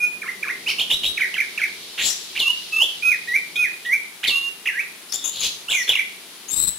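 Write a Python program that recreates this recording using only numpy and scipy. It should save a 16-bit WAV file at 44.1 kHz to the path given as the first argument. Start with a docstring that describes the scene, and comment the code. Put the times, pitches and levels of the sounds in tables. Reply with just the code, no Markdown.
"""A caged thrush indoors, close to a small stereo recorder, in a lively room with distant traffic murmuring
throughout. It opens with short whistles that dip, climb and warble, then a harsh buzz near 2 s; longer
whistles settle, swell and scoop until 4.8 s; buzzes crowd in after 5 s, and high ones end the song near 6.7 s.
Whistles are gliding sines, often two at once from the two sides of the voice box; buzzes are tones of randomly
wandering strength and phase. The recorder's crude rate change gives every note faint mirrored ghost tones."""
import sys
import numpy as np
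from scipy import signal
from scipy.fft import rfft, irfft, next_fast_len
from scipy.io import wavfile
from scipy.ndimage import uniform_filter1d, map_coordinates

SR = 44100
rng = np.random.default_rng(int(sys.argv[2]) if len(sys.argv) > 2 else 0)


def dump(signal):
    """Clip the signal to [-1, 1] and save it as 16-bit WAV at the path in sys.argv[1]."""
    limited = np.clip(np.atleast_2d(signal).T, -1, 1)
    pcm = np.round(limited * 32767).astype(np.int16)
    wavfile.write(sys.argv[1], SR, pcm)


N = 298998  # samples


def amp(db):
    """Gain of a level in dB."""
    return 10 ** (np.asarray(db) / 20)


def along(points, hz):
    """Values read off (Hz, value) points joined by straight lines on a log frequency axis."""
    point_hz, value = np.transpose(points)
    return np.interp(np.log(hz + 1), np.log(point_hz + 1), value)


def filtered(x, response):
    """Shape the spectrum of x by a gain that is a function of frequency in Hz."""
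    size = next_fast_len(N + 8192)
    gain = response(np.fft.rfftfreq(size, 1 / SR))
    return irfft(rfft(x, size) * gain, size)[..., :N]


def drift(rate_hz, order=3):
    """A random curve of rms 1 whose speed (knots a second) is given per sample; order 1 has sharp corners."""
    where = np.cumsum(rate_hz) / SR
    knots = rng.standard_normal(len(where))
    curve = map_coordinates(knots, [where + 2], order=order)
    return curve / np.sqrt(np.mean(curve ** 2))


def note(rows, attack_s, fade_s):
    """Start sample, soft edges and the columns of one note, a value per sample."""
    s, *columns = np.transpose(rows)
    start = round(s[0] * SR)
    t = np.arange(start, round((s[-1] + fade_s) * SR)) / SR
    edge = np.clip(np.minimum((t - s[0]) / attack_s, (t[-1] - t) / fade_s), 0, 1)
    return start, np.sin(edge * np.pi / 2) ** 2, [np.interp(t, s, column) for column in columns]


# Gestures of the longer whistles, by name. 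Each row: share of the note's length,
# semitones from its pitch, effort in dB.
GESTURES = { "dip": [(0, -2, -6), (.09, -.3, -3), (.19, -6, -5), (.33, -12, -5.5), (.5, -15.5, -6),
            (.64, -13, -5.5), (.74, -5.5, -2), (.88, -3, 0.5), (1, -3, -11)], "climb": [(0, -8, -3),
            (.27, -4, -4), (.55, -1.5, 0), (.78, 0, -1), (1, -0.7, -8.5)], "warble": [(0, 1.8, -2),
            (.2, -.5, -3), (.38, -2, -6), (.52, 1.2, -1), (.65, -1, -3), (.82, -4, -10), (1, -7.5, -20)],
            "settle": [(0, 9.5, -1), (.1, 5, -0.5), (.15, 3.9, 0), (.23, 1.2, -2), (.33, 0, -5),
            (.51, 0, -3.5), (.68, 0.53, -3), (.85, .35, -4), (1, .45, -12)], "settle, rise": [(0, 9.5, -4),
            (.06, 7, -2), (.125, 2.2, 0), (.21, .6, -3), (.4, -.2, -7), (.55, -.5, -4), (.75, .5, -1),
            (.93, 1, -1), (1, .8, -12)], "hold, rise": [(0, -1.2, -15), (.17, 0.5, -8.5), (.42, 0, -8),
            (.6, 0.94, -5), (.75, 2, -0.5), (.87, 3.5, 0), (1, 4, -7.5)], "two swells": [(0, -0.2, -21),
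            (.12, -0.33, -6.5), (.23, -0.36, -4.5), (.42, 0.1, -9), (.56, 0.07, -5), (.69, 1.35, -4),
            (.78, 2.5, 1.5), (.87, 4, -2), (1, 5, -14)], "hold, fall": [(0, -1.3, -18), (.1, -.1, -7),
            (.35, 0.38, -4), (.52, .1, 0), (.66, -0.2, .5), (.76, -2.5, -6), (.88, -4.5, -8),
            (1, -7.5, -22)], "scoop": [(0, -12, 0), (.07, -2, 2), (.1, -1, -8), (.125, 0, 2), (.21, -5, 3),
            (.29, -8, -2), (.42, -9.5, -15), (.57, -10, -7), (.7, -8, -6.5), (.83, -6, 3.5), (1, -1.3, -5)],
            "cascade": [(0, -4, -3), (.1, 0, -2), (.17, -3.5, -1), (.27, -8, -1), (.39, -6, 2),
            (.55, -8.7, -.5), (1, -10.5, 0.5)], }
# The longer whistles. Each row: gesture, start in seconds, length in seconds, pitch in Hz,
# level in dB before effort and throat.
LONG_WHISTLES = [ ("dip", .215, .091, 2490, -24), ("dip", .425, .096, 2490, -21.5),
                 ("climb", .677, .036, 2800, -25.5), ("climb", .792, 0.04, 3400, -21),
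                 ("climb", .906, .044, 3910, -16.5), ("climb", 1.04, .034, 3870, -18),
                 ("warble", 1.377, .054, 2250, -16.5), ("warble", 1.613, .052, 2200, -17.5),
                 ("settle, rise", 2.39, .127, 2760, -19.5), ("two swells", 2.718, .137, 2680, -15),
                 ("hold, fall", 3.019, 0.142, 2480, -15.5), ("hold, rise", 3.271, .104, 1900, -16),
                 ("hold, fall", 3.553, .128, 2460, -16.5), ("hold, rise", 3.847, .106, 1900, -16),
                 ("settle", 4.269, .136, 2710, -19.5), ("scoop", 4.655, .156, 2800, -22),
                 ("cascade", 5.707, .115, 3490, -24), ]


def long_whistle_curves():
    """Rows of (seconds, pitch in Hz, level in dB) for whistles that bend a named gesture to their pitch."""
    curves = []
    for gesture, start_s, length_s, pitch_hz, level_db in LONG_WHISTLES:
        curves.append([(start_s + share * length_s, pitch_hz * 2 ** (semitones / 12), level_db + effort_db)
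                       for share, semitones, effort_db in GESTURES[gesture]])
    return curves


# Short glides with one bend. Each row: start in seconds, seconds to the bend, seconds from bend to end,
# start, bend and end pitch in Hz, level at the bend in dB before the throat.
SHORT_GLIDES = [ (0, .05, .012, 2420, 2463, 2454, -18), (.255, .015, 0.008, 2050, 2200, 2750, -31.5),
                (.468, .012, 0.011, 2140, 2250, 2730, -29), (.66, .021, 0.017, 2250, 2980, 3150, -23.5),
                (.696, .007, .013, 3150, 3100, 2100, -26), (.78, 0.016, .007, 2450, 3200, 4500, -18.5),
                (.895, .01, 0.008, 2650, 3100, 4000, -21), (1.03, .008, 0.007, 2500, 3270, 4000, -24),
                (1.066, .012, 0.023, 3880, 3840, 3820, -20), (1.17, 0.006, 0.029, 2400, 2600, 1450, -23),
                (1.205, 0.015, 0.018, 2500, 2200, 1850, -16.5), (1.236, .007, .014, 2000, 2250, 1550, -25),
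                (1.337, 0.008, 0.03, 1800, 3250, 1400, -24), (1.573, 0.007, 0.031, 2000, 2750, 1350, -24.5),
                (2.352, 0.023, 0.013, 1306, 3250, 2150, -25), (2.351, 0.009, 0.006, 2300, 3400, 4500, -30),
                (4.229, 0.022, 0.009, 1000, 3250, 2000, -21.5),
                (4.229, 0.011, 0.005, 2400, 3490, 4400, -25), (4.262, .018, .016, 2650, 2100, 2300, -29),
                (4.4, .03, .06, 2790, 2800, 2790, -29.5), (4.652, 0.0047, 0.0053, 2320, 2530, 3400, -27.5),
                (5.679, .02, .01, 2550, 3150, 3950, -25), (5.68, 0.0125, 0.013, 1250, 1416, 1750, -31),
                (5.874, 0.0057, 0.006, 3170, 3460, 3510, -21),
                (5.888, 0.0052, 0.016, 2740, 3523, 2866, -15.5), (5.906, .012, .027, 3500, 4000, 2127, -21),
                (5.949, 0.007, 0.0202, 2430, 2807, 2025, -19.5),
                (5.984, 0.011, 0.014, 1950, 2400, 1995, -19), ]
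GLIDE_IN_DB, GLIDE_OUT_DB = -8, -6  # start and end of a glide, relative to its bend
SAG = .6  # share of a fall after the bend that is done in the first third of its time


def short_glide_curves():
    """Rows of (seconds, pitch in Hz, level in dB) for quick glides that push hardest at one bend."""
    curves = []
    for start_s, first_s, last_s, start_hz, bend_hz, end_hz, level_db in SHORT_GLIDES:
        bend_s = start_s + first_s
        done = SAG if end_hz < bend_hz else 1 / 3  # a fall starts fast, a rise is even
        curves.append([
            (start_s, start_hz, level_db + GLIDE_IN_DB),
            (bend_s, bend_hz, level_db),
            (bend_s + last_s / 3, bend_hz + (end_hz - bend_hz) * done, level_db + GLIDE_OUT_DB / 3),
            (bend_s + last_s, end_hz, level_db + GLIDE_OUT_DB)])
    return curves


# The throat favours some pitches. Each row: pitch in Hz, gain of the whistle in dB.
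THROAT = [(1000, -21), (1500, -10), (2200, -1.5), (2800, 0), (4000, -2), (6000, -8.5)]
# The second harmonic. Each row: pitch of the whistle in Hz, overtone in dB relative to the whistle.
OVERTONE = [(2400, -40), (2900, -32), (3850, -24), (4600, -42)]


def whistles():
    """A vibrating membrane: a gliding sine with a weak overtone, fluttering more in fast glides."""
    out = np.zeros(N + SR)
    for rows in long_whistle_curves() + short_glide_curves():
        start, edge, (hz, level_db) = note(rows, attack_s=.007, fade_s=.0045)
        glide_hz_per_s = uniform_filter1d(np.abs(np.gradient(hz)) * SR, SR // 200)
        haste = np.tanh(glide_hz_per_s / 50000)
        shake = .4 * haste * drift(np.full(len(hz), 600.))  # radians
        phase = 2 * np.pi * np.cumsum(hz) / SR + shake
        tone = np.sin(phase) + amp(along(OVERTONE, hz)) * np.sin(2 * phase)
        flutter_db = (.5 + 4.5 * haste) * drift(np.full(len(hz), 400.))
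        strength = np.sqrt(2) * amp(level_db + along(THROAT, hz) + flutter_db)
        out[start:][:len(hz)] += strength * edge * tone
    return out[:N]


# The harsh notes, and a few narrow rows that sound as faint overtones of whistles (near 3.28 s and 5.74 s). #
# Each row: start in seconds, swell, hold and fade in seconds, start and end pitch in Hz, # width of the buzz in
# Hz, level of the hold in dB.
BUZZ_NOTES = [ (.68, 0.012, .015, 0.028, 4650, 4750, 2400, -28),
              (.79, .005, .01, .03, 3500, 3300, 2000, -30), (.899, .004, .012, .025, 2800, 3300, 1800, -30),
              (1.032, .012, .012, .025, 3300, 3500, 1800, -27),
              (1.197, .007, 0.003, .004, 3200, 3120, 400, -33),
              (1.363, .007, 0.002, 0.003, 3370, 3200, 394, -37),
              (1.597, 0.007, 0.003, 0.004, 3150, 3110, 400, -34),
              (1.975, 0.013, 0.072, 0.041, 2800, 4400, 2200, -24.5),
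              (1.976, 0.036, 0.014, 0.0097, 1888, 2170, 1005, -36.5),
              (1.99, 0.075, 0.025, 0.044, 6850, 7480, 1604, -23),
              (2.021, 0.055, 0.04, .05, 5300, 5900, 1400, -27.5),
              (2.348, .008, .012, .02, 3000, 3300, 2400, -36),
              (2.388, .006, 0.008, 0.028, 3600, 4000, 1500, -25),
              (3.28, .003, 0.011, 0.045, 3880, 3860, 450, -38),
              (3.555, 0.0024, 0.0073, 0.0032, 3463, 3505, 600, -26.5),
              (3.846, 0.0027, .003, 0.011, 3260, 3420, 1200, -33),
              (4.229, .006, .012, .02, 3300, 3500, 2400, -35),
              (4.268, 0.005, .003, .04, 4205, 3924, 1095, -22.5),
              (5.091, .003, 0.0034, 0.035, 5150, 5100, 760, -38),
              (5.119, 0.0029, 0.0037, 0.012, 4900, 6200, 1990, -23.5),
              (5.134, 0.0069, 0.014, 0.0066, 7000, 7150, 1000, -22.5),
              (5.122, .004, 0.17, 0.0069, 3580, 3600, 450, -37),
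              (5.239, 0.0037, 0.038, .018, 6650, 7100, 1000, -24),
              (5.315, .04, 0.058, .01, 3800, 3900, 2000, -33.5),
              (5.409, 0.031, 0.011, 0.031, 3797, 3905, 2493, -22.5),
              (5.392, 0.017, 0.0091, .02, 6790, 6640, 836, -26),
              (5.427, .012, 0.0068, 0.028, 6310, 6630, 2396, -25.5),
              (5.689, 0.017, .06, .05, 7530, 6260, 1508, -31),
              (5.705, 0.0043, 0.0043, 0.044, 3300, 3190, 1606, -22),
              (5.74, 0.021, 0.062, 0.0086, 6500, 5460, 404, -31),
              (5.872, .012, .008, .02, 2800, 2900, 2200, -30),
              (5.828, .008, 0.024, 0.017, 4450, 4150, 400, -39),
              (6.481, .003, .015, .05, 6630, 6900, 800, -32),
              (6.506, 0.013, 0.027, .004, 7520, 7640, 548, -23),
              (6.508, .01, 0.055, 0.027, 8650, 8900, 500, -34.5),
              (6.559, .018, 0.066, 0.018, 7770, 7920, 621, -20.5),
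              (6.666, 0.013, 0.0099, 0.0026, 7750, 7920, 600, -20),
              (6.67, 0.007, 0.01, 0.0038, 8700, 8900, 496, -31.5), ]
SWELL_DB_PER_S, FADE_DB_PER_S = 220, 289


def buzz_curves():
    """Rows of (seconds, centre Hz, width Hz, level dB): an even glide under a swell, a hold and a fade."""
    curves = []
    for start_s, swell_s, hold_s, fade_s, start_hz, end_hz, width_hz, peak_db in BUZZ_NOTES:
        since_s = np.cumsum([0, swell_s, hold_s, fade_s])
        centre_hz = start_hz + (end_hz - start_hz) * since_s / since_s[-1]
        level_db = peak_db - np.array([SWELL_DB_PER_S * swell_s, 0, 0, FADE_DB_PER_S * fade_s])
        curves.append([(start_s + t, hz, width_hz, db) for t, hz, db in zip(since_s, centre_hz, level_db)])
    return curves


def buzzes():
    """Chaotic beating: strength and phase of the tone wander at random, at a rate equal to the width."""
    out = np.zeros(N + SR)
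    for rows in buzz_curves():
        start, edge, (hz, width_hz, level_db) = note(rows, attack_s=.0063, fade_s=.0044)
        phase = 2 * np.pi * np.cumsum(hz) / SR
        ragged_db = 1.6 * drift(np.full(len(hz), 180.))  # the beating comes in irregular bursts
        beat = drift(width_hz, order=1) * np.sin(phase) + drift(width_hz, order=1) * np.cos(phase)
        out[start:][:len(hz)] += amp(level_db + ragged_db) * edge * beat
    return out[:N]


# The right port faces away from the bird. Each row: frequency in Hz, gain of its direct sound in dB.
RIGHT_SHADOW = [(3000, 3), (5000, -10), (8000, -13.5)]
# The beak beams its treble forward, past the walls. Each row: frequency in Hz, gain toward the walls in dB.
TOWARD_WALLS = [(1500, 2), (3000, -1), (5000, -1.5), (8000, -8)]
# Cage roof and near walls. Each row: delay in seconds, left level in dB, right level in dB.
NEAR_ECHOES = [(.0021, -28.5, -45), (.0047, -12, -16.5), (.0083, -13, -13), (.0131, -15, -17),
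               (.0188, -14.5, -13.5), (.0262, -13.5, -11)]
# How long the room rings. Each row: frequency in Hz, seconds to die away by 60 dB.
RING_TIME = [(1500, 0.42), (2500, 0.45), (4000, 0.51), (8000, 0.59), (15000, 0.069)]


def room(bird):
    """Direct sound, echoes off cage roof and near walls, a diffuse tail made of overlapping random pieces."""
    direct_right = filtered(bird, lambda hz: amp(along(RIGHT_SHADOW, hz)))
    both = np.array([bird, direct_right])
    sideways = filtered(bird, lambda hz: amp(along(TOWARD_WALLS, hz)))
    for delay_s, left_db, right_db in NEAR_ECHOES:
        echo = np.pad(sideways, (round(delay_s * SR), 0))[:N]
        both = both + amp([[left_db], [right_db]]) * echo
    # overlapping half-second pieces, each with its own random tail
    tail, step = np.zeros((2, N + 2 * SR)), SR // 4
    window = signal.windows.hann(2 * step, sym=False)
    padded = np.pad(sideways, (step, 2 * step))
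    for start in range(0, N + step, step):
        noise = rng.standard_normal((2, SR * 3 // 4))
        hz, t, spectrum = signal.stft(noise, SR, nperseg=256)
        build_up = 1 - np.exp(-t / .0043)  # far walls answer late
        decay = amp(-60 * t / along(RING_TIME, hz)[:, None])
        answer = signal.istft(spectrum * build_up * decay, SR, nperseg=256)[1]
        answer /= np.linalg.norm(answer[0])
        piece = padded[start:][:2 * step] * window
        part = signal.fftconvolve(piece[None], answer, axes=1)
        tail[:, start:][:, :part.shape[1]] += part
    return both + amp(-3.5) * tail[:, step:][:, :N]


# Colour of the hiss under the song. Each row: frequency in Hz, relative density in dB per Hz.
SIZZLE_COLOUR = [(4000, -14), (5500, 6.5), (8800, -15), (10500, -5), (12200, -12.5), (13500, -16),
                 (15500, -26)]


def sizzle(song):
    """A treble hiss rises and falls with the song, most with its notes between 3 and 7 kHz."""
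    def bright_band(hz):
        rise = (hz / 3600) ** 5
        return rise / (1 + rise) / (1 + (hz / 7000) ** 6)

    bright = filtered(song, bright_band)
    strength = np.sqrt(np.abs(uniform_filter1d(bright ** 2, round(.0083 * SR), axis=1)))
    hiss = filtered(rng.standard_normal((2, N)), lambda hz: amp(along(SIZZLE_COLOUR, hz)))
    return amp(-11.5) * strength * hiss / np.std(hiss)


# Steady air ahead of the microphone ports. Each row: frequency in Hz, density in dB per Hz.
AIR = [(25, -104), (60, -114), (125, -92), (180, -80), (290, -83), (380, -77.5), (520, -85), (1500, -83.5),
       (3800, -77), (6000, -84), (10500, -91), (13500, -100), (15500, -107)]
# How alike the two sides are. Each row: frequency in Hz, left-right correlation from 0 to 1.
ALIKE = [(60, 1), (290, 0.91), (640, 0.87), (1400, 0.37), (3100, 0.19), (7000, 0.0064)]
# Slow swells; only the difference from the last row counts. 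Each row: time in seconds,
# level of the low murmur in dB, level of the middle hiss in dB.
AIR_SWELL = [(0, -52, -58), (.6, -48, -51.5), (1.8, -52.5, -48.5), (2.6, -56, -46), (3.4, -52, -52),
             (4.199, -56.5, -57), (6.78, -55, -54)]


def background():
    """Air and microphone hiss, alike on both sides only in the bass; murmur and middle hiss swell slowly."""
    def mid_and_side(hz):
        angle = np.arccos(np.clip(along(ALIKE, hz), -1, 1)) / 2
        return amp(along(AIR, hz)) * np.sqrt(SR / 2) * np.array([np.cos(angle), np.sin(angle)])

    mid, side = filtered(rng.standard_normal((2, N)), mid_and_side)
    air = np.array([mid + side, mid - side])
    murmur = filtered(air, lambda hz: 1 / (1 + (hz / 600) ** 4))
    middle = filtered(air, lambda hz: 1 / (1 + (hz / 6500) ** 8) / (1 + (2800 / (hz + 1)) ** 8))
    s, *levels_db = np.transpose(AIR_SWELL)
    t = np.arange(N) / SR
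    murmur_gain, middle_gain = [amp(np.interp(t, s, db - db[-1])) for db in levels_db]
    return air + murmur * (murmur_gain - 1) + middle * (middle_gain - 1)


def scene():
    """The bird in its room, the hiss that follows it, and the background."""
    song = room(whistles() + buzzes())
    return song + sizzle(song) + background()


# The two microphone ports differ. Each row: frequency in Hz, left minus right in dB.
PORT_BALANCE = [(200, 0), (700, 1), (2400, -1.5), (4400, -1.5), (8000, 7), (15000, 24)]
# Colour of the top after the rate change. Each row: frequency in Hz, gain in dB.
TREBLE_LIFT = [(7500, .5), (8700, 1), (9800, 6), (11300, 5), (12300, -2.5), (13500, 6.5), (15500, 0.5)]
# That colour favours the left channel. Each row: frequency in Hz, left minus right in dB.
LIFT_BALANCE = [(9000, .5), (12000, 1.5), (15000, 3)]
CAPTURE_RATE = 47990  # samples a second before the rate change
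TOP_HZ = 15780  # band limit


def record(dry):
    """Unequal microphone ports, a rate change that picks the nearest sample, a coloured top, a band limit."""
    halves = np.array([[.5], [-.5]])  # split a left-right difference evenly
    ports = filtered(dry, lambda hz: amp(along(PORT_BALANCE, hz) * halves))
    seconds = N // SR + 1
    captured = irfft(rfft(ports, SR * seconds), seconds * CAPTURE_RATE) * CAPTURE_RATE / SR
    # the timing error is a sawtooth at the difference of the two rates:
    # it mirrors each tone around multiples of that difference
    nearest = np.round(np.arange(N) * CAPTURE_RATE / SR).astype(int)
    picked = captured[:, nearest]

    def top(hz):
        return amp(along(TREBLE_LIFT, hz) + along(LIFT_BALANCE, hz) * halves) * (hz < TOP_HZ)

    return filtered(picked, top)


dry = scene()
out = record(dry)
dump(out)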